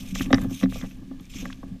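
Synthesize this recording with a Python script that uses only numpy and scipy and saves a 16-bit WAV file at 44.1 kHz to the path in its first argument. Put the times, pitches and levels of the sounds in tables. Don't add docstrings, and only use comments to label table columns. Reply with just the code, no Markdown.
import sys
import numpy as np
from scipy import signal
from scipy.fft import rfft, irfft
from scipy.io import wavfile

SR = 44100
rng = np.random.default_rng(int(sys.argv[2]) if len(sys.argv) > 2 else 0)


def inscribe(sig):
    pcm = np.round(np.clip(np.atleast_2d(sig).T, -1, 1) * 32767)
    wavfile.write(sys.argv[1], SR, pcm.astype(np.int16))


def voltage_ratio(level):
    return 10 ** (np.asarray(level, float) / 20)


N = 79380

# (frequency [Hz], level [dB], t60 [s],
# jolt balance [0 none, 1 middle mode, 2 lowest modes])
TUBE_MODES = [(110, -15, .22, 2), (134, -18, .12, 2), (187, -3, .23, 1), (263, 0, .18, 0),
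              (354, -14, .1, 0)]
# (time [s], peak [dB], middle mode [dB], lowest modes [dB],
# share of the free ring time left by the grip [ratio])
JOLTS = [(.005, -42.5, 14.5, 10, 1.9), (0.046, -24.5, -34, -20, 0.49), (0.122, -27, 10.5, 8, 1.13),
         (0.205, -7.5, -26, -1, 0.48), (0.261, -18, -10, -14, 1.5), (.283, -18, -19, -7, 0.72),
         (0.31, -8, -26, -27, 0.98), (.329, -4.5, -23, 7.5, 0.42), (0.3325, 2, -7, -5, 0.14),
         (0.3405, 3, -13, -17, 0.094), (0.347, -31, 19, 21, 0.56), (.366, -27, 1, -6, 0.69),
         (0.386, -24, -19, 4, 1.1), (.415, -24, 1, 14.5, 0.73), (0.448, -11.5, -22, -17, 0.82),
         (.462, -26, 1, 17, 1.13), (0.511, -15, -6, 2.5, 1.06), (0.622, -26.5, 15, -4, 0.22),
         (0.632, -4, -3, -6.5, 1.05), (.71, -33, 2, 13.5, 0.47), (.763, -29, 1.5, -4, 1),
         (0.828, -19, 0.5, 3, 0.67), (0.869, -31, 4.5, 6, 1.1), (0.97, -31, -10, -1, 1.6),
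         (1.016, -24.5, -12.5, -0.5, 0.34), (1.075, -31, -1.5, -2, 1.8), (1.109, -20, -28, -14, 0.59),
         (1.171, -34, -9, 1, 0.56), (1.204, -26, 0.5, 0, 0.52), (1.356, -20.5, -8, 4, 0.34),
         (1.391, -35, 0, 6, .5), (1.425, -20, -27, -15, 0.39), (1.462, -37.5, 13, 4, 1.26),
         (1.529, -42, -4, 3, 0.66), (1.633, -25, -2, -5, 0.77), (1.713, -31, 12.5, 13, 0.79)]
# (time [s], level [dB])
TREMOR_LEVEL = [(0.0, -41.5), (0.13, -40), (0.28, -32.5), (.4, -28.5), (0.48, -36), (.6, -43), (.7, -42.5),
                (0.812, -42), (.95, -44.5), (1.06, -46), (1.208, -42.5), (1.302, -51), (1.448, -31),
                (1.578, -47.5), (1.688, -43.5), (1.8, -49.5)]
# (frequency [Hz], level [dB], t60 [s])
CLAMP_MODES = [(451, 5, 0.018), (545.7, 2.5, 0.031), (681.3, -8, 0.064), (802, -7.5, 0.039),
               (1160, 3, 0.014), (1334, -10.5, 0.0095), (1620, -2, 0.018), (1780, -9.5, 0.041),
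               (1977, 2, 0.017), (2460, -4, 0.0039), (3330, 5.5, 0.003), (3812, -3, 0.015),
               (4840, -1, 0.0035), (5680, 3.5, 0.0067)]
# (time [s], peak [dB], centre of the colour [Hz], rattle length [s],
# narrowing [dB per octave squared])
KNOCKS = [(0.035, -41.5, 634, 0.0013, 8), (0.1555, -22.5, 1980, 0.0016, 8), (0.2075, -17, 1730, 0.0011, 31),
          (0.303, -11.5, 740, 0.003, 29), (0.305, -27.5, 1900, 0.0051, 7),
          (0.3288, -4.5, 1600, 0.00073, 3.5), (.331, -15.5, 636, 0.0026, 42), (.3315, -21, 4000, 0.0022, 6),
          (0.3428, -13, 3000, 0.003, 4.5), (.344, -18, 1500, .002, 32), (0.352, -28, 1660, 0.011, 30),
          (0.373, -32, 2020, 0.0018, 15), (0.3813, -21.5, 1530, 0.00092, 5.5),
          (0.413, -34, 1880, 0.033, 14), (0.441, -25.5, 600, 0.0077, 6), (.4975, -37, 1220, 0.00078, 52),
          (0.506, -30, 690, 0.0024, 19), (0.611, -32, 1340, 0.00063, 10), (0.623, -25, 930, 0.00082, 14),
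          (.6305, -19, 2090, 0.0025, 9), (0.632, -14.5, 500, 0.0055, 11), (0.636, -26, 3500, 0.0052, 7),
          (0.657, -26.5, 1400, 0.00094, 17), (.722, -29.5, 1280, 0.00058, 10),
          (0.755, -26.5, 805, 0.0076, 17), (0.81, -32.5, 1800, 0.0027, 6), (0.823, -33.5, 1880, .002, 40),
          (0.828, -33, 1800, 0.0027, 44), (0.8347, -25.5, 774, 0.0049, 11), (0.845, -38, 1940, 0.011, 34),
          (1.112, -32.5, 1010, 0.002, 27), (1.199, -42, 1090, 0.00053, 21), (1.342, -40, 1200, 0.0049, 20),
          (1.42, -32, 620, 0.012, 25), (1.454, -21.5, 1840, 0.00033, 18), (1.455, -36, 520, 0.011, 25),
          (1.499, -26, 1550, 0.0035, 70), (1.629, -27, 950, 0.0039, 17), (1.758, -44.5, 580, 0.0013, 17)]
# (time [s], rise [s], length [s], level [dB], fine spray [dB])
SWISHES = [(0.0, 0.00057, 0.026, -48.5, 6.5), (0.048, 0.04, 0.061, -49.5, 4),
           (0.14, 0.014, 0.082, -40, -3.5), (0.17, 0.022, 0.063, -56, 13.5), (0.289, 0.05, 0.1, -51.5, 7),
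           (0.393, 0.06, 0.037, -50, 10.5), (0.488, 0.023, 0.13, -46.5, 5.5),
           (0.689, 0.0086, 0.057, -51, 6), (0.724, 0.011, 0.077, -47.5, -2), (0.823, 0.0081, 0.11, -59, 4),
           (0.95, 0.022, 0.28, -71.5, 3), (1.184, 0.076, 0.074, -62, 5), (1.291, 0.016, 0.016, -49, 1),
           (1.321, 0.04, 0.092, -43, -1), (1.44, 0.0082, 0.07, -55, -5), (1.533, 0.0064, 0.15, -66.5, 5)]
# (frequency [Hz], width [Hz], level [dB])
HOUSING = [(1210, 390, -10.5), (2374, 382, 3), (3330, 754, 1), (5520, 730, -3.5), (6346, 287, 1.5),
           (7180, 500, -4.5), (8760, 1170, -12.5), (10570, 620, -15.5), (12500, 830, -9.5),
           (14540, 820, -14.5)]
# (time [s], peak [dB], pitch [Hz])
DROPS = [(0.154, -44, 6260), (.196, -35.5, 2700), (0.228, -41, 3270), (0.224, -39.5, 12900),
         (0.2234, -46, 7100), (0.2594, -41, 2600), (0.415, -45.5, 12500), (.417, -47, 7160),
         (0.437, -44, 13600), (.6998, -46, 3850), (0.788, -46.5, 13300), (.778, -54, 6200),
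         (0.8595, -52, 2580), (0.9108, -49.5, 2610), (1.1972, -53, 3260), (1.208, -56, 12800),
         (1.2444, -60, 2380), (1.254, -53.5, 6460), (1.459, -50.5, 11600), (1.497, -59, 9700),
         (1.5269, -40.5, 2900), (1.5291, -43.5, 3400), (1.5269, -56, 4400), (1.338, -45, 3170),
         (.815, -45, 3300), (1.527, -53, 6100)]
# (time [s], level [dB])
GUST_LEVEL = [(0.0, -48), (0.04, -40.5), (0.3, -32), (0.4, -28.5), (0.45, -40), (.53, -43), (0.6, -55),
              (0.66, -35.5), (0.766, -31.5), (0.932, -47), (0.972, -41), (1.138, -50), (1.172, -39.5),
              (1.288, -48.5), (1.322, -41.5), (1.744, -40.5), (1.8, -54)]
# (frequency [Hz], density [dB per Hz])
HISS_COLOUR = [(240, -59), (400, -22), (445, -74), (796, -18), (928, -8), (2030, 0.5), (3250, 0.5),
               (13500, -15), (15500, -8.5)]


def rms_one(x):
    return x / np.sqrt(np.mean(x ** 2) + 1e-20)


def in_time(rows):
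    return np.interp(np.arange(N) / SR, *np.transpose(rows))


def drift(rate_hz):
    r = np.exp(-2 * np.pi * rate_hz / SR)
    wander = signal.lfilter([1], [1, -2 * r, r * r], rng.standard_normal(N + SR))
    return rms_one(wander[SR:])


def ring(x, hz, t60_s):
    r = voltage_ratio(-60 / (t60_s * SR))
    w = 2 * np.pi * hz / SR
    return signal.lfilter([0, np.sin(w)], [1, -2 * r * np.cos(w), r * r], x + 1e-18)


def resonance(x, hz, width_hz):
    r = np.exp(-np.pi * width_hz / SR)
    feedback = [1, -2 * r * np.cos(2 * np.pi * hz / SR), r * r]
    return signal.lfilter([(1 - r * r) / 2, 0, (r * r - 1) / 2], feedback, x)


def cut(x, hz, kind, order=2):
    return signal.sosfilt(signal.butter(order, hz, kind, fs=SR, output="sos"), x)


def bursts(times_s, gains, shapes):
    out = np.zeros(N + 2 * shapes.shape[1])
    for start, gain, shape in zip((times_s * SR).astype(int), gains, shapes):
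        out[start:start + len(shape)] += gain * shape
    return out[:N]


def ring_modes(x, modes, damping=1):
    out = 0
    for k, (hz, level_db, t60_s) in enumerate(modes):
        out = out + (-1) ** k * voltage_ratio(level_db) * ring(x, hz, damping * t60_s)
    return out


def tube_jolts():
    push_s, build_up_hz, jolt_db, mount_cut_hz = 0.00053, 110, -1.5, 37
    t = np.arange(SR // 4) / SR / push_s
    push = t * np.exp(-t)
    push = push / np.sum(push)
    pushes = [resonance(push, hz, build_up_hz) for hz, *_ in TUBE_MODES]
    notes = []
    for _, _, middle_db, lowest_db, share in JOLTS:
        note = 0
        for k, (hz, level_db, t60_s, column) in enumerate(TUBE_MODES):
            gain = voltage_ratio(level_db + (0, middle_db, lowest_db)[column])
            note = note + (-1) ** k * gain * ring(pushes[k], hz, t60_s * share)
        notes.append(note)
    times_s, peaks_db = np.transpose(JOLTS)[:2]
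    jolted = bursts(times_s, voltage_ratio(peaks_db + jolt_db), np.array(notes))
    return cut(jolted, mount_cut_hz, "high")


def tube_tremor():
    lumps_db, grip_damping, hum_top_hz, buzz_db = 2.5, 0.9, 324, -19
    tremor = rng.standard_normal(N) * voltage_ratio(lumps_db * drift(15.2))
    hum = ring_modes(tremor, [row[:3] for row in TUBE_MODES], grip_damping)
    hum = rms_one(cut(hum, hum_top_hz, "low", order=4))
    buzz = rms_one(ring_modes(tremor, CLAMP_MODES[:8]))
    return voltage_ratio(in_time(TREMOR_LEVEL)) * (hum + voltage_ratio(buzz_db) * buzz)


def clamp():
    knock_db, first_contact, scatter_db, lag_cycles = -6, 0.92, 0.8, 0.35
    below_centre = 0.17
    times_s, peaks_db, centre_hz, length_s, fall_db = np.transpose(KNOCKS)
    t = np.arange(1500) / SR
    rattle = rng.standard_normal((len(times_s), len(t))) * np.exp(-t / length_s[:, None])
    rattle[:, 0] = first_contact * np.sqrt(0.038 / length_s)
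    energy = np.sum(rattle ** 2, axis=1)
    scatter = scatter_db * rng.standard_normal((len(times_s), len(CLAMP_MODES)))
    out = 0
    for k, (hz, level_db, t60_s) in enumerate(CLAMP_MODES):
        side = np.where(hz < centre_hz, below_centre, 1)
        colour_db = -fall_db * np.log2(hz / centre_hz) ** 2 * side
        taken = np.abs(rattle @ np.exp(2j * np.pi * hz * t)) + 0.21 * np.sqrt(energy)
        gains = voltage_ratio(peaks_db + knock_db + level_db + scatter[:, k] + colour_db) / taken
        strikes = bursts(times_s + lag_cycles / hz, gains, rattle)
        out = out + (-1) ** k * ring(resonance(strikes, hz, 0.38 * hz), hz, t60_s)
    return cut(cut(out, 7550, "low", order=3), 570, "high")


def swish():
    grains_per_s, grain_spread_db, clump_db, sheet_db, release_s = 5000, 2.5, 2, -4, 0.028
    t = np.arange(N) / SR
    sizes = voltage_ratio(grain_spread_db * np.minimum(rng.exponential(1, N), 5)) * rng.choice([-1, 1], N)
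    grains = rms_one(sizes * (rng.random(N) < grains_per_s / SR))
    sheet = voltage_ratio(sheet_db) * rng.standard_normal(N)
    water = (grains + sheet) * voltage_ratio(clump_db * drift(81))
    bands = []
    for k, (hz, width_hz, level_db) in enumerate(HOUSING):
        wide_hz = 1.72 * width_hz
        band = resonance(resonance(water, hz, wide_hz), hz, wide_hz)
        bands.append((-1) ** k * voltage_ratio(level_db + 2.15 * drift(25)) * band)
    body, spray = sum(bands[:6]), sum(bands[6:])
    scale, out = np.std(body), 0
    for start_s, rise_s, length_s, level_db, spray_db in SWISHES:
        rise = np.clip((t - start_s) / rise_s, 0, 1)
        release = np.exp(-np.maximum(t - start_s - length_s, 0) / release_s)
        out = out + voltage_ratio(level_db) * rise * release * (body + voltage_ratio(spray_db) * spray) / scale
    return out


def drops():
    puff_s, drop_db, ring_cycles = 0.0016, 9.5, 15
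    t, out = np.arange(700) / SR, 0
    for time_s, peak_db, hz in DROPS:
        puff = rng.standard_normal(len(t)) * np.exp(-t / puff_s)
        squeaks = peak_db < -49 and hz < 2700
        cycles = ring_cycles * (1 + 3.1 * squeaks)
        note = ring(puff, hz, cycles / hz)
        drop = note / np.abs(note).max() + 0.024 * puff
        out = out + bursts(np.array([time_s]), [voltage_ratio(peak_db + drop_db)], drop[None])
    return out


def wind():
    flutter_hz, flutter_width_hz, flutter_db = 101, 126, -8.5
    noise = rng.standard_normal((2, N + SR))
    rumble = cut(cut(noise[0], 23.7, "low"), 13, "high")[SR:]
    flutter = resonance(noise[1], flutter_hz, flutter_width_hz)
    flutter = resonance(flutter, flutter_hz, flutter_width_hz)[SR:]
    return voltage_ratio(in_time(GUST_LEVEL)) * (rms_one(rumble) + voltage_ratio(flutter_db) * rms_one(flutter))


def hiss():
    hz, density_db = np.transpose(HISS_COLOUR)
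    bin_hz = np.arange(N // 2 + 1) * SR / N
    colour_db = np.interp(np.log(bin_hz + 1), np.log(hz), density_db, left=-60)
    noise = irfft(rfft(rng.standard_normal(N)) * voltage_ratio(colour_db), N)
    return voltage_ratio(-63.5) * rms_one(noise)


def scene():
    water = swish() + drops()
    metal = tube_jolts() + tube_tremor() + clamp()
    background = wind() + hiss()
    return (water + metal + background)[None]


def band_limit(x):
    return signal.sosfilt(signal.butter(12, 15770, fs=SR, output="sos"), x)


def record(dry):
    top_cut = signal.cheby2(8, 40, 15850, fs=SR, output="sos")
    mix = signal.sosfilt(top_cut, dry)
    return band_limit(mix)


dry = scene()
out = record(dry)
inscribe(out)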